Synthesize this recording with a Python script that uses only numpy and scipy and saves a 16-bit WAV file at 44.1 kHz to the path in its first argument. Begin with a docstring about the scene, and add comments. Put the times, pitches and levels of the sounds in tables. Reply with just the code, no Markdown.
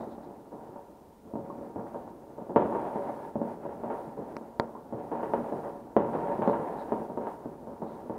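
"""Firework shells burst near and far over a street at night, each bang echoing between the houses. Burning
stars crackle above a distant rumble and the town's low drone, with faint fizzes, hollow pops and two sharp
cracks close by. A small camera picks it up: its housing muffles and rings, with a brief high ping on the
loudest bangs, and it hisses and whines faintly, more while treble keeps its expander open."""
import sys
import numpy as np
from scipy import signal
from scipy.fft import rfft, irfft, next_fast_len
from scipy.io import wavfile
from scipy.ndimage import uniform_filter1d, minimum_filter1d, map_coordinates

SR = 44100
rng = np.random.default_rng(int(sys.argv[2]) if len(sys.argv) > 2 else 0)


def wav_out(sig):
    """Save sig, one row per channel (or a flat mono array), as 16-bit PCM at SR to the path in sys.argv[1]."""
    wavfile.write(sys.argv[1], SR, np.round(np.clip(np.atleast_2d(sig).T, -1, 1) * 32767).astype(np.int16))


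N = 360738

# Shells bursting; more tilt is brighter: start_s, level_db, tilt_db_per_octave, echo_db
SHELL_BURSTS = [(0.01, -29.5, -1, 5), (0.18, -33.5, -2.5, -11), (0.52, -38, -1.5, 13),
                (0.7615, -32.5, -1, 0), (1.337, -25, -7, -2), (1.3552, -23.5, -4, 3),
                (1.4991, -31.5, -2, -5), (1.7597, -25, -3, 6), (1.795, -31, 1, 7), (1.868, -38, 12, -1),
                (1.945, -26.5, -0.5, 4.5), (2.0772, -32, 0, -13), (2.3811, -32, -2.5, 9),
                (2.4947, -28, -3, 9), (2.561, -8, -0.5, 3), (2.6532, -24, -7, -5.5),
                (2.7249, -23.5, 1, 8.5), (2.75, -21, 1, 5.5), (2.9579, -20.5, -3.5, 1.5),
                (3.0965, -22.5, 2, -13.5), (3.3562, -19, -5, 2), (3.416, -18.5, -4.5, -3),
                (3.6531, -26, -3.5, 4), (3.8359, -24, 0, 6.5), (3.9019, -23.5, 2, 9),
                (4.1716, -34.5, -2.5, 15.5), (4.4115, -33, -2.5, 2), (4.7515, -33.5, 0.5, 5),
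                (4.9251, -25.5, -3.5, 8), (5.1162, -24.5, 1, 9.5), (5.2301, -24.5, 4, 8),
                (5.3365, -13, 1, 0.5), (5.5236, -21.5, -2, 4), (5.635, -35.5, 2, 16),
                (5.966, -7, -1.5, 0.5), (6.1511, -20.5, -1, 4.5), (6.3902, -22.5, -6.5, 2.5),
                (6.4208, -17.5, 2, 7), (6.4761, -12.5, -1.5, 3), (6.4969, -20, -5, -11),
                (6.5319, -22.5, 6.5, 5.5), (6.921, -16, -1.5, 3), (7.099, -26, -2.5, -1),
                (7.1743, -20.5, -2, 3), (7.27, -22, 3.5, 0.5), (7.458, -25.5, -6, -1),
                (7.672, -31, -2.5, 6), (7.8195, -27, -2, 8), (8.097, -23, -2.5, 4.5)]
# Crackers close by: start_s, level_db, pitch_ratio, tilt_db_per_octave, echo_db
CLOSE_CRACKS = [(4.3673, -20, 1.22, -1.5, -23), (4.5983, -7.5, 0.994, 0, -5.5)]
# Swarms of stars, the burning pellets a shell throws out: start_s, burn_s, level_db
STAR_SWARMS = [(0.0, 0.46, -52.5), (0.58, 0.22, -49.5), (1.44, 0.052, -47), (1.871, 0.21, -50),
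               (2.78, 0.47, -38), (3.42, 0.081, -40), (3.62, 0.48, -44.5), (4.198, 0.28, -47),
               (4.97, 0.11, -45.5), (5.131, 0.12, -39), (5.42, 0.25, -42.5), (6.12, 0.23, -33.5),
               (6.5, 0.545, -39.5), (7.201, 0.11, -40.5), (7.86, 0.12, -47.5), (8.121, 0.18, -43)]
# How loud the fireworks across town are: time_s, level_db
FAR_LEVELS = [(0, -42), (0.4, -52.5), (0.75, -51.5), (1.2, -56), (1.6, -46), (2.2, -52.5), (3.2, -49),
              (3.8, -46), (4.7, -54.5), (5.3, -41.5), (5.9, -52.5), (6.3, -39), (7.4, -52.5), (8.18, -48)]
# Faint high fizzes: middle_s, length_s, level_db
FIZZ_SWELLS = [(0.014, 0.07, -71), (.125, .06, -72), (.245, .06, -75), (6.492, 0.078, -67.5),
               (6.808, 0.063, -67.5), (7.901, 0.17, -76)]
# Hollow pops; fade is the time to drop 60 dB: start_s, pitch_hz, level_db, fade_s
HOLLOW_POPS = [(1.31, 570, -35, 0.1), (1.365, 567, -36.5, 0.57), (1.498, 1068, -32, 0.08),
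               (4.751, 1068, -37.5, 0.12)]
# The brief high ping on the loudest bangs: pitch_hz
PING_PITCHES = [5170, 10800]
# Echoes off the ground and the nearest walls: delay_s, gain
WALL_ECHOES = [(.0033, 0.54), (.0046, 0.33), (.0087, 0.33), (0.0135, .2)]

# The tone of each sound, from bass to treble: frequency_hz, relative_level_db
TOWN_TONE = [(20, -18), (45, -10), (58, -2.5), (72, -7.5), (88, -4), (110, -9.5), (400, -28), (1200, -38.5)]
RUMBLE_TONE = [(20, -27), (35, -18), (60, -18.5), (105, -12.5), (150, -6), (230, -1.5), (350, -1),
               (600, -13.5), (1200, -22), (3000, -69)]
CRACKLE_TONE = [(100, -35.5), (250, -9.5), (450, -2), (800, 1), (960, -3), (1100, -12), (1300, -17),
                (1700, -20), (2300, -31), (3200, -40.5), (5000, -53), (7000, -90.5), (15000, -110)]
BLAST_TONE = [(25, -39), (55, -22.5), (100, -10.5), (200, 1), (450, 3), (800, -0.5), (960, -2),
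              (1100, -7.5), (1300, -16.5), (1700, -22), (2300, -34.5), (3200, -42), (5000, -67.5),
              (7000, -72.5), (15000, -110)]
FIZZ_TONE = [(2500, -28), (3500, -3), (3900, 3), (4500, -7), (6000, -19)]
SNAP_TONE = [(30, -22), (70, -7.5), (214, 1), (663, -3), (938, -1), (1270, -11.5), (1880, -11.5),
             (2360, -23.5), (2780, -50), (3270, -24.5), (4620, -21.5), (5680, -45), (6840, -37.5),
             (12000, -71.5)]
HISS_TONE = [(20, 0), (2500, 1.5), (7000, -2.4), (15000, -3)]

# Notes the camera's housing rings at: pitch_hz, width_hz, boost_db
HOUSING_NOTES = [(230.8, 9.5, 6), (253, 11, -2), (441.3, 23.5, 5), (569.3, 19.2, 9.5), (736, 26, 2.5),
                 (928, 40, 7), (1381, 31, 5.5)]
# The camera's electronic whine: pitch_hz, relative_level_db
WHINE_NOTES = [(9416, -11), (9489, -1), (9525.4, 0), (9561.7, 0), (9634.6, -8), (9707, -12)]


def amp(db):
    """Turn decibels into a number to multiply by."""
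    return 10 ** (np.asarray(db) / 20)


def unit(x):
    """Scale x to an average (rms) level of 1."""
    return x / np.sqrt(np.mean(x ** 2) + 1e-20)


def tone_db(tone, hz):
    """Read a tone table at any frequency, on a scale of octaves."""
    table_hz, table_db = np.transpose(tone)
    return np.interp(np.log(hz + 1), np.log(table_hz + 1), table_db)


def add(out, start_s, x):
    """Mix x into out from start_s on."""
    start = max(0, round(start_s * SR))
    out[start:start + len(x)] += x[:max(0, len(out) - start)]


def noise(tone):
    """Steady noise with the given tone, at level 1."""
    size = next_fast_len(N)
    gains = amp(tone_db(tone, np.fft.rfftfreq(size, 1 / SR)))
    return unit(irfft(rfft(rng.standard_normal(size)) * gains, size)[:N])


def clicks(samples, per_s, spread_db):
    """Clicks at random moments and of random sizes, at level 1."""
    hits = rng.random(samples) < per_s / SR
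    sizes = amp(spread_db * np.clip(rng.standard_normal(samples), -2, 2))
    return unit(hits * sizes * rng.choice([-1, 1], samples))


def wobble(per_s):
    """Straight lines joining per_s random values a second."""
    values = rng.standard_normal(int(N * per_s / SR) + 4)
    return map_coordinates(values, [np.arange(N) * per_s / SR], order=1)


def housed_pulse(tone, tilt=0, treble_slope=0, size=8192):
    """One pulse ringing in the housing; more tilt or treble_slope (dB per octave) is brighter."""
    hz = np.fft.rfftfreq(size, 1 / SR)
    db = tone_db(tone, hz) + tilt * np.log2(np.clip(hz, 130, 1600) / 500)
    db += treble_slope * np.log2(np.maximum(hz / 1200, 1))
    db += sum(boost / (1 + (2 * (hz - pitch) / width) ** 2) for pitch, width, boost in HOUSING_NOTES)
    # keep this tone, but make the pulse hit first and ring afterwards
    cepstrum = irfft(np.log(amp(db)))
    cepstrum[1:size // 2] *= 2
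    cepstrum[size // 2 + 1:] = 0
    return irfft(np.exp(rfft(cepstrum)))


def street_paths(echo_db, wall_gain, early_fade_s=0.44, late_fade_s=1.58, late_db=-15):
    """A bang arrives directly, off the nearest walls, and scattered between the houses."""
    t = np.arange(SR) / SR
    fade = amp(-60 * t / early_fade_s) + amp(late_db - 60 * t / late_fade_s)
    rise = 1 - np.exp(-(t / 0.0032) ** 2)
    paths = rise * fade * clicks(SR, per_s=3500, spread_db=2.5)
    paths *= amp(echo_db) / np.linalg.norm(paths)
    paths[0] += 1  # the direct sound
    for delay_s, gain in WALL_ECHOES:
        shift = np.exp(0.06 * rng.standard_normal())  # each shell bursts in another direction
        paths[round(delay_s * shift * SR)] += wall_gain * gain
    return paths


def blast(pulse, paths):
    """Scale a pressure pulse to a peak of 1 and send it along all its paths."""
    return signal.fftconvolve(pulse / np.abs(pulse).max(), paths)


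def town_drone(level_db=-65.5):
    """The town makes a steady low noise."""
    return amp(level_db) * noise(TOWN_TONE)


def star_power(t, rise_s=0.014, thin_db_per_s=9.5, die_db_per_s=182):
    """Power of the crackle: each swarm lights, thins out as its stars burn away, then dies."""
    power = np.zeros(N)
    for start_s, burn_s, level_db in STAR_SWARMS:
        age = np.maximum(t - start_s, 0)
        fall_db = thin_db_per_s * age + die_db_per_s * np.maximum(age - burn_s, 0)
        power += (amp(level_db - fall_db) * np.minimum(age / rise_s, 1)) ** 2
    return power


def rolling_power(t, rise_s=0.093, fade_s=2.76):
    """Power of each burst rolling back from the streets around, swelling and slowly dying."""
    power = np.zeros(N)
    for start_s, level_db, _, echo_db in SHELL_BURSTS:
        age = np.maximum(t - start_s, 0)
        swell = amp(level_db - 60 * age / fade_s) * np.minimum(age / rise_s, 1)
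        power += (1 + amp(echo_db) ** 2) * swell ** 2
    return power


def rumble_and_crackle(roll_rumble_db=-35, roll_crackle_db=-37.5, far_crackle_db=-3, clump_db=2.07):
    """Countless far bangs and rolling echoes blur into a rumble; stars crackle above it."""
    t = np.arange(N) / SR
    far = amp(np.interp(t, *np.transpose(FAR_LEVELS))) ** 2
    rolling = rolling_power(t)
    rumble_power = far + amp(roll_rumble_db) ** 2 * rolling
    crackle_power = amp(far_crackle_db) ** 2 * far + amp(roll_crackle_db) ** 2 * rolling + star_power(t)
    rumble = signal.fftconvolve(clicks(N, per_s=500, spread_db=1.5), housed_pulse(RUMBLE_TONE))
    crackle = signal.fftconvolve(clicks(N, per_s=2000, spread_db=0.5), housed_pulse(CRACKLE_TONE))
    out = np.zeros(N)
    for sound, power in (rumble, rumble_power), (crackle, crackle_power):
        clumps = amp(clump_db * wobble(per_s=22))  # pops and echoes arrive in uneven bunches
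        out += np.sqrt(power) * clumps * unit(sound[:N])
    return out


def shells(boost_db=0.5, neutral_db=-14):
    """Shells burst: dull thuds far away, harder bangs overhead."""
    out = np.zeros(N)
    for start_s, level_db, tilt, echo_db in SHELL_BURSTS:
        # loud bangs sound brighter, faint ones duller
        treble_slope = 0.41 * (level_db + max(echo_db, 0) - neutral_db)
        pulse = housed_pulse(BLAST_TONE, tilt, treble_slope)
        paths = street_paths(echo_db, wall_gain=1)
        add(out, start_s, amp(level_db + boost_db) * blast(pulse, paths))
    return out


def fizzes():
    """High noise swells softly and fades, in short puffs."""
    t = np.arange(N) / SR
    swells = sum(amp(level_db) * np.exp(-(2 * (t - middle_s) / length_s) ** 2)
                 for middle_s, length_s, level_db in FIZZ_SWELLS)
    return swells * noise(FIZZ_TONE)


def hollow_pops(wander=0.044, rise_s=0.0048):
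    """Each pop rings briefly on one unsteady note."""
    out, t = np.zeros(N), np.arange(SR // 2) / SR
    for start_s, pitch_hz, level_db, fade_s in HOLLOW_POPS:
        drift = unit(uniform_filter1d(rng.standard_normal(len(t)), size=200))
        phase = 2 * np.pi * np.cumsum(pitch_hz * (1 + wander * drift)) / SR
        loudness = amp(level_db - 60 * t / fade_s) * (1 - np.exp(-t / rise_s))
        add(out, start_s, loudness * np.sin(phase))
    return out


def loud_bang_pings(gain_db=-40.5, growth=1.8, fade_s=0.015, rise_s=0.00092):
    """A brief high ping grows so fast with a burst's level that it is heard only on the loudest."""
    out, t = np.zeros(N), np.arange(SR // 20) / SR
    loudness = amp(-60 * t / fade_s) * (1 - np.exp(-(t / rise_s) ** 2))
    ping = loudness * sum(np.sin(2 * np.pi * hz * t) for hz in PING_PITCHES)
    for start_s, level_db, _, _ in SHELL_BURSTS:
        add(out, start_s, amp(gain_db + growth * level_db) * ping)
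    return out


def close_cracks(bounce_db=-5):
    """Close crackers keep their treble, but echo dully; a smaller charge snaps higher."""
    out = np.zeros(N)
    for start_s, level_db, pitch_ratio, tilt, echo_db in CLOSE_CRACKS:
        snap = housed_pulse([(hz * pitch_ratio, db) for hz, db in SNAP_TONE], tilt)
        add(out, start_s, amp(level_db) * blast(snap, paths=[1]))
        echoes = street_paths(echo_db, wall_gain=0.52)
        echoes[0] = 0  # leave out the direct sound
        thud = housed_pulse(BLAST_TONE, tilt)
        add(out, start_s, amp(level_db + bounce_db) * blast(thud, echoes))
    return out


def scene():
    """All the fireworks over the drone of the town, in mono."""
    bangs = shells() + close_cracks() + loud_bang_pings() + hollow_pops()
    return (bangs + rumble_and_crackle() + fizzes() + town_drone())[None]


def expander_opening(x, above_hz=1500, shut_db=-68, open_db=-60, smooth_s=0.036, wait_s=0.11):
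    """The camera's expander, a volume control (0 shut, 1 open): lasting treble opens it, quiet shuts it."""
    treble = signal.sosfilt(signal.butter(4, above_hz, "high", fs=SR, output="sos"), x)
    level_db = 10 * np.log10(np.abs(uniform_filter1d(treble ** 2, size=256)) + 1e-12)
    smooth_db = uniform_filter1d(level_db, round(smooth_s * SR))
    half = round(wait_s * SR / 2)
    lasting_db = minimum_filter1d(smooth_db, 2 * half + 1, origin=half)  # lowest in the last wait_s
    return np.clip((lasting_db - shut_db) / (open_db - shut_db), 0, 1)


def record(dry, hiss_db=-73.5, whine_db=-91, top_hz=15720):
    """The camera adds hiss and whine, which rise as its expander opens, and cuts the highest treble."""
    t = np.arange(N) / SR
    opening = expander_opening(dry[0])
    hiss = amp(hiss_db + 5 * opening) * noise(HISS_TONE)
    notes = sum(amp(db) * np.sin(2 * np.pi * (hz * t + rng.random())) for hz, db in WHINE_NOTES)
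    whine = amp(whine_db + 10 * opening) * notes
    size = next_fast_len(N + SR // 2)
    below_top = np.fft.rfftfreq(size, 1 / SR) < top_hz
    return irfft(rfft(dry + hiss + whine, size) * below_top, size)[:, :N]


dry = scene()
out = record(dry)
wav_out(out)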